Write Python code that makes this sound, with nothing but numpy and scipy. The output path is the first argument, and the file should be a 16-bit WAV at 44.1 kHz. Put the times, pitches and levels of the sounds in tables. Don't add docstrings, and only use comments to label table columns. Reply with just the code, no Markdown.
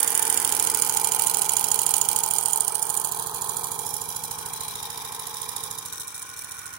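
import sys
import numpy as np
from scipy import signal
from scipy.fft import rfft, irfft, next_fast_len
from scipy.io import wavfile

SR = 44100
rng = np.random.default_rng(int(sys.argv[2]) if len(sys.argv) > 2 else 0)


def amp(db):
    return 10 ** (np.asarray(db, float) / 20)


def write(x):
    x = np.atleast_2d(x).T
    wavfile.write(sys.argv[1], SR, np.round(np.clip(x, -1, 1) * 32767).astype(np.int16))


N = 298998
LAG = 9


def curves(table):
    s, *columns = np.transpose(table)
    return [np.interp(np.arange(N) / SR, s, c) for c in columns]


def unit(x):
    return x / np.sqrt(np.mean(x ** 2))


def ring(x, hz, width_hz):
    return signal.lfilter(*signal.iirpeak(hz, hz / width_hz, fs=SR), x)


def body(x, modes):
    total = np.zeros(N)
    for k, (hz, width_hz, db) in enumerate(modes):
        total += (-1) ** k * amp(db) * ring(x, hz, width_hz)
    return unit(total)


def colour(x, points):
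    hz, db = np.transpose(points)
    size = next_fast_len(N)
    bins = np.log(np.arange(size // 2 + 1) * SR / size + 1)
    gain = amp(np.interp(bins, np.log(hz), db))
    return irfft(rfft(x, size) * gain, size)[:N]


def strikes(s, sizes, rise_ms, decay_ms):
    at, x = np.round(s * SR).astype(int), np.zeros(N)
    inside = (at >= 0) & (at < N)
    x[at[inside]] = sizes[inside]
    ms = np.arange(2048) * 1000 / SR
    shape = (1 - np.exp(-ms / max(rise_ms, .02))) ** 2 * np.exp(-ms / max(decay_ms, .1))
    return signal.oaconvolve(x, shape / shape.max())[:N]


def scatter(x, decay_ms, count):
    tail = rng.standard_normal(count) * np.exp(-np.arange(count) * 1000 / SR / decay_ms)
    return signal.oaconvolve(x, tail / np.sqrt(np.sum(tail ** 2)))[:N]


def moving(x, decay_ms, count=5):
    place = np.arange(N) * (count - 1) / N
    total = np.zeros(N)
    for k in range(count):
        share = np.sqrt(np.clip(1 - abs(place - k), 0, 1))
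        total += scatter(x * share, decay_ms, count=384)
    return total


def grit(spread_db):
    return unit(rng.standard_normal(N) * amp(spread_db * np.minimum(rng.exponential(size=N), 4)))


def late(x, ms):
    return np.roll(x, int(ms * SR / 1000))


def ports(x, lagged, pan_db):
    return np.array([lagged * amp(pan_db / 2), x * amp(-pan_db / 2)])


def band_changes(x, table):
    x = x.copy()
    fade_s = .15
    for start, end, hz, width_hz, db in table:
        at = np.arange(max(int(start * SR), 0), min(int(end * SR), N))
        fade = np.clip(np.minimum(at / SR - start, end - at / SR) / fade_s, 0, 1)
        x[..., at] += (amp(db) - 1) * fade * ring(x[..., at], hz, width_hz)
    return x


# t/s, turns done
SHAFT = [(.0016, 0), (.7457, 10), (1.3435, 18), (2.0129, 27), (2.6056, 35), (3.0455, 41), (3.9385, 53),
         (4.533, 61), (5.341, 72), (6.0046, 81), (6.736, 91)]


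def turns():
    s, done = np.transpose(SHAFT)
    return np.interp(np.arange(done[-1] + 1), done, s)


# t/s, left port turned to the works [0-1], works hidden by the boiler [0-1],
# chimney passed [0-1]
PHONE_PATH = [
    (0, 0.55, 0.05, 0.29),
    (.7, 0.67, 0.14, 0.17),
    (1.05, 0.35, 0.14, 0.07),
    (2.6, 0.11, 0.05, 0.26),
    (3.3, 0.1, 0.37, 0.45),
    (4.3, 0.21, 0.64, 0.34),
    (5.75, 0.24, 0.58, 0.45),
    (5.95, 0.61, 0.51, 0.65),
    (6.78, 0.76, 0.5, 0.76),
]


def position():
    return np.clip(curves(PHONE_PATH), 0, 1)


def placed(rule):
    return rule[0] + np.dot(rule[1:], position())


def floor_noise():
    return amp(-72) * signal.lfilter([1], [1, -.95], rng.standard_normal((2, N)))


def room(treble, bass):
    t60_s = 0.098
    decay_ms = 1000 * t60_s / np.log(1000)
    alike = scatter(bass.mean(axis=0), decay_ms, count=16384)
    apart = np.array([scatter(port, decay_ms, count=16384) for port in treble])
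    return amp(-18) * alike + amp(-20) * apart


# t/s, share cancelled [0-1]
BOUNCE = [
    (0, 0.14),
    (1.2, 0.1),
    (2.4, 0.62),
    (3.0, 0.94),
    (4.2, 0.68),
    (4.6, 0.01),
    (5.4, 0.4),
    (6.0, 0.8),
    (6.78, 0.6),
]


def table_bounce(x):
    return x - np.clip(curves(BOUNCE)[0], 0, 1) * ring(x, 2148, 1990)


# time from the crank knock [ms], puff level/dB,
# thump strength, push length [ms]
BEATS = [
    (-29.5, -1, 0.85, 0.47),
    (-11, -2, -0.41, 0.38),
    (1.03, -0.5, 0.61, 0.22),
    (27, -1, 0.53, 0.28),
]
# t/s, level/dB
THUMP = [
    (0, -56.5),
    (.8, -53),
    (2.2, -52.5),
    (2.8, -56),
    (3.2, -52),
    (4.8, -55),
    (5.27, -59),
    (5.7, -55.5),
    (6.12, -62),
    (6.78, -61),
]
# f/Hz, width [Hz], level/dB
PLATE_DEEP = [(70, 69, 1.5), (99.7, 12.6, 5.3)]
PLATE_UPPER = [(143, 51, -1), (169.2, 10, 4), (217, 7.8, 0.5)]
# value in plain sight, change facing, when hidden, past the chimney [all dB]
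DEEP_THUMP_DB = (-4, 6, 3.5, 0)
THUMP_PAN_DB = (5.5, 0.5, -23.5, 0)
PIN_LEVEL_DB = (-50, 12, -2.5, -13)


def plate():
    s = turns()
    push = np.zeros(N)
    for ms, _, size, push_ms in BEATS:
        push += strikes(s + ms / 1000, np.full(len(s), size), 0.18, push_ms)
    push = unit(push) + .13 * rng.standard_normal(N)
    upper_db = curves(THUMP)[0]
    deep = body(ring(late(push, 9.1), 100, 100), PLATE_DEEP)
    upper = body(late(push, 16.16), PLATE_UPPER)
    thump = amp(upper_db + placed(DEEP_THUMP_DB)) * deep + amp(upper_db) * upper
    tap = strikes(s - .03, amp(1.5 * rng.standard_normal(len(s))), .03, .1)
    tap = tap + .1 * rng.standard_normal(N)
    pin_hz = 2343
    pin = amp(placed(PIN_LEVEL_DB)) * unit(ring(ring(tap, pin_hz, 350), pin_hz, 55))
    return ports(thump, np.roll(thump, LAG), placed(THUMP_PAN_DB)) + pin * np.array([[.4], [1]])


PUFF_LATE_MS = [0.32, -3, 2.5, -4.5]


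def puffs():
    s = turns()
    chance = amp(0.5 * rng.standard_normal((len(s), 4)))
    puff, click = np.zeros(N), np.zeros(N)
    for k, (ms, db, _, _) in enumerate(BEATS):
        when, size = s + (ms + PUFF_LATE_MS[k]) / 1000, amp(db) * chance[:, k]
        puff += strikes(when, size, 0.27, 19)
        click += strikes(when, size, 0.017, 0.033)
    steady_flow = amp(-4)
    air = unit((puff + steady_flow) * rng.standard_normal((2, N)))
    return air, unit(click)


# t/s, level/dB
EXHAUST = [
    (0, -32),
    (.8, -33.5),
    (1.3, -32),
    (3.6, -31.5),
    (4.25, -37.5),
    (5.3, -37),
    (5.7, -36),
    (6.0, -46),
    (6.78, -49),
]
# f/Hz, width [Hz], level/dB
CHIMNEY = [(810, 69, 2), (907, 75.5, 9.5), (985, 17, 5), (1027, 36, 6.5), (750, 228, -2.5), (1040, 72, -3)]
CHIMNEY_HIDDEN = [(818, 93, 8), (921, 120, 9), (1002, 88, 5), (606, 460, -11.5)]
CHIMNEY_PASSED = [(1054.6, 74, -11.5), (793, 12, -15.5)]
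# f/Hz, width [Hz], level/dB
CHIMNEY_LOW = [(452.4, 50, 5), (365, 47, -3.5), (330, 1100, -21.5), (515, 110, -13)]
CHIMNEY_UP = [(1260, 78, 1.5), (1468, 66, 7), (1522, 500, -3), (2116, 66, -9)]
CHIMNEY_UP_PASSED = [(1479, 38, 14), (1315, 62, 3), (1855, 370, 1)]
# f/Hz, width [Hz], level/dB
FIREBOX = [(370, 52, 4.5), (232, 45, -1)]
# value in plain sight, change facing, when hidden, past the chimney [all dB]
LOW_RING_DB = (-15, 10.5, 9, -9.5)
UPPER_RINGS_DB = (-13, 12.5, -10.5, 25.5)
CHIMNEY_PAN_DB = (0, -3, 3.5, -0.5)
LOW_PAN_DB = (-11, 10, 9.5, -0.5)
UPPER_PAN_DB = (3, -1.5, -14.5, -0.5)


def exhaust():
    air, click = puffs()
    blow = air[0] + amp(-13) * click
    facing, hidden, passed = position()
    before = (1 - hidden) * body(blow, CHIMNEY) + 0.93 * hidden * body(blow, CHIMNEY_HIDDEN)
    main = (1 - passed) * before + passed * body(blow, CHIMNEY_PASSED)
    low = body(air[0] + .4 * click, CHIMNEY_LOW)
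    boom = body(.5 * air[0] + 0.25 * click, FIREBOX)
    low = low + (0.021 + 0.99 * facing + 0.029 * passed) * boom
    upper = []
    for source in (blow, air[1] + 0.014 * blow):
        source = late(source, 4)
        upper.append((1 - passed) * body(source, CHIMNEY_UP) + passed * body(source, CHIMNEY_UP_PASSED))
    out = ports(main, np.roll(main, LAG), placed(CHIMNEY_PAN_DB))
    out = out + amp(placed(LOW_RING_DB) - 1.0) * ports(low, np.roll(low, LAG), placed(LOW_PAN_DB))
    out = out + amp(placed(UPPER_RINGS_DB)) * ports(*upper, placed(UPPER_PAN_DB))
    return amp(curves(EXHAUST)[0]) * out


# value in plain sight, change facing, when hidden, past the chimney [all dB]
LEAK_DB = (-25.5, -1.5, 7, -1.5)
SPUTTER_MS = [11, 18, -14, -39]


def leak(s, shift_ms, softer, works_db):
    opening = 0.24 + strikes(s + 0.0107, np.ones(len(s)), 9.7, 3.3)
    opening += strikes(s - 0.042, np.ones(len(s)), 9.7, 8.0)
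    for k, at_ms in enumerate(SPUTTER_MS):
        when = s + (at_ms + 3 * shift_ms[:, k]) / 1000
        opening += .7 * strikes(when, np.minimum(softer[:, k], 3), 1.2, 1.6)
    return amp(works_db + placed(LEAK_DB) - 0.5) * unit(opening)


# t/s, level/dB
SLAPS = [(0.127, -16), (0.277, -15), (0.349, -19), (0.426, -16), (0.501, -16), (0.575, -17), (0.649, -14),
         (.798, -13), (0.873, -19), (0.948, -15), (1.246, -15), (1.393, -13.5), (1.545, -32), (1.914, -18),
         (1.99, -29), (2.287, -17), (2.362, -20), (2.435, -24), (2.509, -19), (2.731, -29), (2.804, -41),
         (2.877, -38), (2.951, -17), (3.171, -18), (3.472, -23), (3.545, -24), (3.619, -28), (5.098, -35),
         (5.98, -28), (6.016, -27), (6.162, -36), (6.195, -31.5), (6.219, -41), (6.267, -40), (6.338, -35),
         (6.382, -38), (6.391, -23.5), (6.421, -31), (6.493, -31)]
# t/s, level/dB
TICKS = [(0.029, -6), (0.061, -18), (0.698, -13), (0.789, -30), (0.873, -16), (1.032, -17), (1.113, -24),
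         (1.131, -19), (1.188, -24), (1.279, -15), (1.46, -18.5), (1.482, -30), (1.703, -19), (1.887, -29),
         (1.917, -17), (1.962, -14), (2.001, -25), (2.056, -26), (2.361, -14), (2.366, -22), (2.373, -34),
         (2.435, -18), (2.583, -21), (2.674, -20), (2.888, -30), (3.224, -18), (3.442, -20), (3.585, -25),
         (3.778, -28), (3.923, -28), (4.084, -28), (4.192, -24), (4.249, -18), (4.564, -34), (4.626, -36),
         (4.659, -36), (4.71, -29), (4.801, -25), (5.004, -33), (5.02, -23.5), (5.056, -27), (5.33, -31),
         (5.614, -31), (5.924, -30), (6.088, -33), (6.144, -32), (6.162, -31), (6.21, -35), (6.29, -39),
         (6.38, -32), (6.418, -31), (6.47, -40), (6.509, -32), (6.54, -35), (6.567, -30), (6.613, -33),
         (6.64, -35), (6.724, -41)]


def loose_parts(rod_trim_db):
    slap_s, slap_db = np.transpose(SLAPS)
    tick_s, tick_db = np.transpose(TICKS)
    slaps = strikes(slap_s, amp(slap_db + 9 + rod_trim_db), 0.2, 1.8)
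    spikes = amp(2.5) * strikes(slap_s, amp(slap_db), 0.051, 0.21)
    return slaps + spikes + strikes(tick_s, amp(tick_db + 2.5), 0.3, 1.8)


# level in sight/dB, change when hidden/dB,
# change past the chimney/dB, scatter/dB
STRENGTH = [
    (0, 0, 0, .3),
    (-9, -11, 14, 2.5),
    (2.5, -1, -5, .8),
    (4, -7, -3, 1.5),
    (-17, 2, 5, 3),
]
# t/s, change of level/dB
KNOCKS = [(0.225, 0.5), (.895, 0), (.97, 1.5), (1.045, 0.5), (1.12, 0.5), (1.418, 1), (1.567, 1.5),
          (1.641, 1), (1.79, -1), (1.939, 1.5), (2.457, 0.5), (2.606, 0), (2.752, 1), (2.972, -1),
          (3.046, 2), (3.343, -1.5), (3.492, 1.5), (3.938, 1), (4.013, -1), (4.087, -2), (4.161, 1.5),
          (4.236, 1.5), (4.31, 2.5), (4.68, -1.4), (5.121, -1), (5.341, -2), (6.005, 1), (6.297, -3.5),
          (6.37, -2), (6.517, 2)]
# t/s, change of level/dB
PLAY = [(0, 0), (1.05, 2), (1.25, 6), (1.7, -5), (2.1, -8), (2.5, 0), (3.6, 5), (4.1, 1), (4.5, 1),
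        (4.95, -6), (5.3, -2), (5.9, 6.5), (6.3, 4), (6.78, 2.5)]
# t/s, change of level/dB
LANDINGS = [(0.103, -1.5), (0.177, 2.5), (0.624, 1.5), (0.698, 1), (0.922, -3), (1.146, 2), (1.221, 2.5),
            (1.296, 5), (1.445, -5), (1.519, -1), (1.594, 1.5), (1.668, -7), (1.742, 3), (2.04, -10),
            (2.188, 1), (2.262, -2.5), (2.559, 1.5), (2.633, -9), (2.706, -11), (2.779, -8), (2.853, -7),
            (2.926, -4), (2.999, 0), (3.668, 3.5), (3.891, 4), (3.966, 5), (4.114, 0.5), (4.188, -4),
            (4.263, -3), (4.633, 3), (4.854, 5), (5.148, 5.5), (5.368, 5), (5.442, 1), (5.589, -5),
            (5.737, -3), (5.81, -4), (6.105, -2), (6.178, 5), (6.251, -3), (6.324, -6), (6.397, -4),
            (6.47, -7), (6.544, 0)]
# t/s, change of level/dB
CATCHES = [(0.225, 4), (0.374, 3), (0.448, -2.7), (0.671, 0), (0.746, -4), (0.895, -1.8), (1.269, 1),
           (1.567, 4.5), (2.235, -1), (2.309, -2.0), (2.606, 3), (2.752, -5), (2.826, -2.0), (2.972, 3.6),
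           (3.046, 1.8), (3.343, 0), (3.418, -7), (3.938, 5.5), (4.236, -6), (4.459, 3), (4.533, -3.7),
           (4.606, 1.7), (4.68, 4), (4.753, -1.3), (5.121, 0), (5.488, -1.1), (5.562, -2), (5.636, 3),
           (5.783, 5), (5.857, 1), (6.005, 1.3), (6.151, 0), (6.224, 1.1), (6.297, -1.7), (6.443, 8),
           (6.736, -1)]


def contact_levels(s, softer, works_db):
    at = (s * SR).astype(int)
    _, hidden, passed = position()
    db = []
    for k, (seen, hid, past, spread) in enumerate(STRENGTH):
        db.append(works_db[at] + seen + hid * hidden[at] + past * passed[at] - spread * softer[:, k])
    for k, table, allowance_s in ((2, LANDINGS, 0), (0, KNOCKS, .03), (3, CATCHES, .03)):
        when, change_db = np.transpose(table)
        db[k][np.searchsorted(s, when + allowance_s) - 1] += change_db
    db[1] += curves(PLAY)[0][at]
    return db


# f/Hz, level/dB by the crank knock, by the other contacts, by the leak
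WORKS_RINGS = [(3048, -3.5, -41, 6), (4980, -19.5, -49, -3.5), (6200, -55, -12, 2.5), (7074, 11, -34, 9),
               (8100, -42, -9.5, -20), (8969, 12, 7, 10), (9750, -46, 6.5, -5), (11016, 7, 4, 5),
               (13400, -33, 3.5, -4), (15200, -6, -13, -12)]
WORKS_WIDTH_HZ = [300, 400, 300, 150, 500, 230, 340, 270, 500, 600]


def metal(drive):
    rough = drive * np.array([grit(1.6) for _ in drive])
    rung = amp(-8) * (rough[0] + rough[1] + amp(1) * rough[2])
    for (hz, *db), width_hz in zip(WORKS_RINGS, WORKS_WIDTH_HZ):
        rung = rung + ring(amp(np.array(db)) @ rough, hz, width_hz)
    return amp(3.0) * (rung + .3 * moving(rung, 9))


def around_boiler(sharp):
    window = np.hanning(int(2 * 7.5 * SR / 1000))
    blurred = np.sqrt(np.abs(signal.fftconvolve(sharp ** 2, [window / window.sum()], "same")))
    return np.roll(blurred, len(window) // 12, axis=1)


# f/Hz, level/dB
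RIGHT_SEEN = [(1500, -17.5), (2500, -8), (3200, 0), (3800, 2.5), (5000, -7.5), (6500, -2.5), (8000, 2),
              (10000, -1), (12500, -4), (14500, 0.5), (16000, 0.5)]
RIGHT_HIDDEN = [(1500, 4.5), (2500, 5.5), (3100, -17), (3800, 10), (4400, -1.5), (5500, 11), (6500, -3),
                (7600, 3), (8300, -14.5), (9200, -4.5), (10000, -5), (10400, 2.5), (11000, 3.5),
                (12000, 9.5), (13500, -3.5), (14400, -4), (15000, -10), (15700, 7)]


def right_port(sharp, blurred):
    hidden = position()[1]
    x = metal((1 - 1.07 * hidden) * sharp + 1.07 * hidden * blurred)
    return (1 - hidden) * colour(x, RIGHT_SEEN) + hidden * colour(x, RIGHT_HIDDEN)


# f/Hz, level/dB
LEFT_FACING = [(1500, 17.7), (2500, 9.9), (4000, 27), (6400, 22), (7100, 20), (7700, 31), (8400, 22),
               (9200, 2.4), (10400, 20), (12000, 12), (13200, 4), (14000, 19), (15500, 24)]
LEFT_SEEN = [(1500, -27), (2550, -37), (3300, 20), (4800, 11), (5500, -12), (6300, 14), (7200, 1),
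             (7900, -16), (8400, -3), (9000, -7), (9700, -14), (10400, 0), (11000, -0.5), (11700, 2),
             (12400, -12), (13200, 0), (14000, -2), (15400, 4), (16500, 0)]
LEFT_HIDDEN = [(1500, -20), (2450, 7), (3000, -1), (3800, 29.5), (4800, 5.5), (5500, 13.5), (5900, 17),
               (6400, -15), (7200, 13), (8000, 11.5), (9000, -3), (10000, -17), (10500, -5), (11000, -32),
               (11900, -7), (12600, -1), (13600, 8), (14200, 11), (15400, 15.5), (16500, -25)]


def left_port(sharp, blurred):
    facing, hidden, _ = position()
    x = metal((0.75 * sharp + 0.5 * blurred) * np.array([[.65], [1], [1]]))
    turned_away = .2
    facing = np.clip((facing - turned_away) / (1 - turned_away), 0, 1)
    seen = facing * colour(x, LEFT_FACING) + (1 - facing) * colour(x, LEFT_SEEN)
    return (1 - hidden) * seen + hidden * colour(x, LEFT_HIDDEN)


# from t/s, to t/s, f/Hz, width [Hz]
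BAND_DIPS = [
    (-.2, 0.56, 3980, 490),
    (.5, 4.8, 3684, 407),
    (2.6, 2.9, 7074, 600),
    (2.8, 3.9, 5360, 570),
    (3.7, 5.9, 4430, 460),
    (5.8, 12.8, 4730, 734),
]


def dipped(x):
    x = band_changes(x, [(*row, -40) for row in BAND_DIPS])
    return band_changes(x, [(*row, -5) for row in BAND_DIPS])


# t/s, level of the works/dB, treble left minus right/dB
VIEW = [(0, -5, -22.5), (.6, -4.5, -24), (1.3, -5.5, -19.5), (2.0, -2.5, -19), (2.55, -6.5, -16.5),
        (2.78, -7, -16.5), (3.05, -7, -16.5), (3.2, -12.5, -9.5), (3.9, -12.5, -11), (4.4, -18, -6.5),
        (5.15, -18.5, -9), (5.6, -15, -11), (6.15, -23, -9), (6.78, -23, -12)]
# rise [ms], decay [ms], trim level/dB
CONTACTS = [
    (1.2, 2.5, 1),
    (0.3, 1.6, 2),
    (1.6, 2.0, -6.5),
    (2.5, 1.2, -6.5),
    (0.21, 2, -4.5),
]
CONTACT_MS = [-1.0, -6.0, 26.0, -32.0, -22.3]
LOOSE_MS = [.2, .3, .7, .4, .5]
# f/Hz, level/dB
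SHADE_LEFT = [(2500, -35), (2900, -9), (3800, -16.5), (5900, 6), (7200, -21), (9000, -24), (10500, 0),
              (11600, -5), (12400, -24), (14000, -9), (15500, -5)]
SHADE_RIGHT = [(2500, -27), (3800, -31), (4600, 1.5), (6000, -7), (7000, -6.5), (8200, -1.5), (9000, 0.5),
               (9600, 7.5), (11000, 1), (12300, -10), (14400, 1), (15500, -10)]
# from t/s, to t/s, f/Hz, width [Hz],
# level/dB
BANDS_LEFT = [(1, 1.6, 20000, 500, -5), (5, 6.1, 10000, 1100, -4), (-2.5, 4.5, 14000, 2800, -12),
              (-1.5, 5.9, 7300, 1600, -7), (3, 4.3, 10300, 900, -13), (1.5, 8.3, 9000, 710, -16),
              (4.5, 5.7, 10900, 500, 7), (5, 8, 12750, 500, 5.5), (4.2, 6.4, 8660, 410, 9.5),
              (4.5, 4.8, 4060, 370, 9.5)]
BANDS_RIGHT = [(-.2, 2.02, 10300, 500, 5.5), (.4, 2.7, 13100, 496, -1), (1.9, 3.2, 4150, 400, -5.5),
               (2.3, 2.9, 9200, 500, 4), (3, 5.6, 14900, 900, 5), (3.1, 4.03, 2870, 600, -8),
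               (3.9, 11, 4320, 350, 10), (3.9, 4.8, 5300, 800, -11), (4.2, 4.85, 8900, 347.6, 6.5),
               (4.7, 9.3, 13900, 900, -7), (5.9, 7, 8200, 500, 6.5), (5.9, 6.2, 12400, 905, 3.5),
               (4, 4.26, 11300, 500, 4)]


def works():
    s = turns()
    at = (s * SR).astype(int)
    works_db, pan_db = curves(VIEW)
    _, hidden, passed = position()
    ms = CONTACT_MS + LOOSE_MS * rng.standard_normal((len(s), 5))
    ms[:, 0] += 1.85 * hidden[at]
    softer = rng.exponential(size=(len(s), 5))
    db = contact_levels(s, softer, works_db)
    hits = []
    for k, (rise_ms, decay_ms, trim_db) in enumerate(CONTACTS):
        hits.append(strikes(s + ms[:, k] / 1000, amp(db[k] + trim_db), rise_ms, decay_ms))
    snap = strikes(s + (ms[:, 2] + 1.4) / 1000, amp(db[2] + 5 - 12 * hidden[at]), 0.037, 0.05)
    others = sum(hits[1:]) + snap + loose_parts(CONTACTS[4][2])
    air = leak(s, ms - CONTACT_MS, softer, works_db)
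    knock_gain = amp(-5)
    sharp = np.array([knock_gain * hits[0], knock_gain * others, air])
    blurred = around_boiler(sharp)
    right = right_port(sharp, blurred)
    left = amp(pan_db) * left_port(sharp, blurred)
    left = left + amp(pan_db - 9) * np.roll(right, LAG)
    left = (1 - passed) * left + passed * colour(left, SHADE_LEFT)
    right = (1 - passed) * right + passed * colour(right, SHADE_RIGHT)
    click = strikes(s - .0362, amp(works_db[at] - 9.5 - 4.3 * softer[:, 4]), .02, .03)
    valve = ring(click, 4800, 3200)
    left = band_changes(left, BANDS_LEFT) + 0.15 * valve
    right = band_changes(right, BANDS_RIGHT) + valve
    return dipped(np.array([left, right]))


# from t/s, to t/s, f/Hz, width [Hz],
# level/dB
BANDS_LOW = [
    (-0.9, 0.72, 1260, 140, -11),
    (0.5, 2.8, 1740, 250, -11),
    (1.5, 2.23, 235, 37, 4.5),
    (3, 4.9, 1920, 410, -5),
    (5.9, 8.6, 200, 140, -4.5),
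    (4, 7, 366, 110, -5),
    (4, 4.6, 1450, 150, 7),
    (3, 5.4, 680, 81, 3.5),
]


def scene():
    treble, bass = table_bounce(works()), table_bounce(exhaust())
    bass = band_changes(bass + plate(), BANDS_LOW)
    return treble + bass + room(treble, bass) + floor_noise()


def gated(x):
    z = signal.stft(x, window="cosine", nperseg=2048, noverlap=1024)[2]
    power = np.abs(z[:, :1024]) ** 2 + 1e-18
    band_db = 10 * np.log10(power.reshape(2, 64, 16, -1).mean(axis=2))
    loudness_db = 10 * np.log10(power.sum(axis=(0, 1)))
    limit_db = -63.5 + .45 * loudness_db + 3.5 * rng.standard_normal(band_db.shape[1:])
    bass = (np.arange(64) < 6)[:, None]
    keep = (band_db > limit_db) | bass
    z[:, :1024] *= np.repeat(keep, 16, axis=1)
    return signal.istft(z, window="cosine", nperseg=2048, noverlap=1024)[1][:, :N]


def band_limit(x):
    return signal.sosfilt(signal.butter(12, 16820, fs=SR, output="sos"), x)


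def record(dry):
    rounded = np.tanh(dry)
    cut = signal.sosfilt(signal.butter(5, 56, "high", fs=SR, output="sos"), rounded)
    cut = signal.sosfilt(signal.ellip(8, .5, 48, 15780, fs=SR, output="sos"), cut)
    mix = np.clip(gated(cut), -1, 1)
    return band_limit(mix)


dry = scene()
out = record(dry)
write(out)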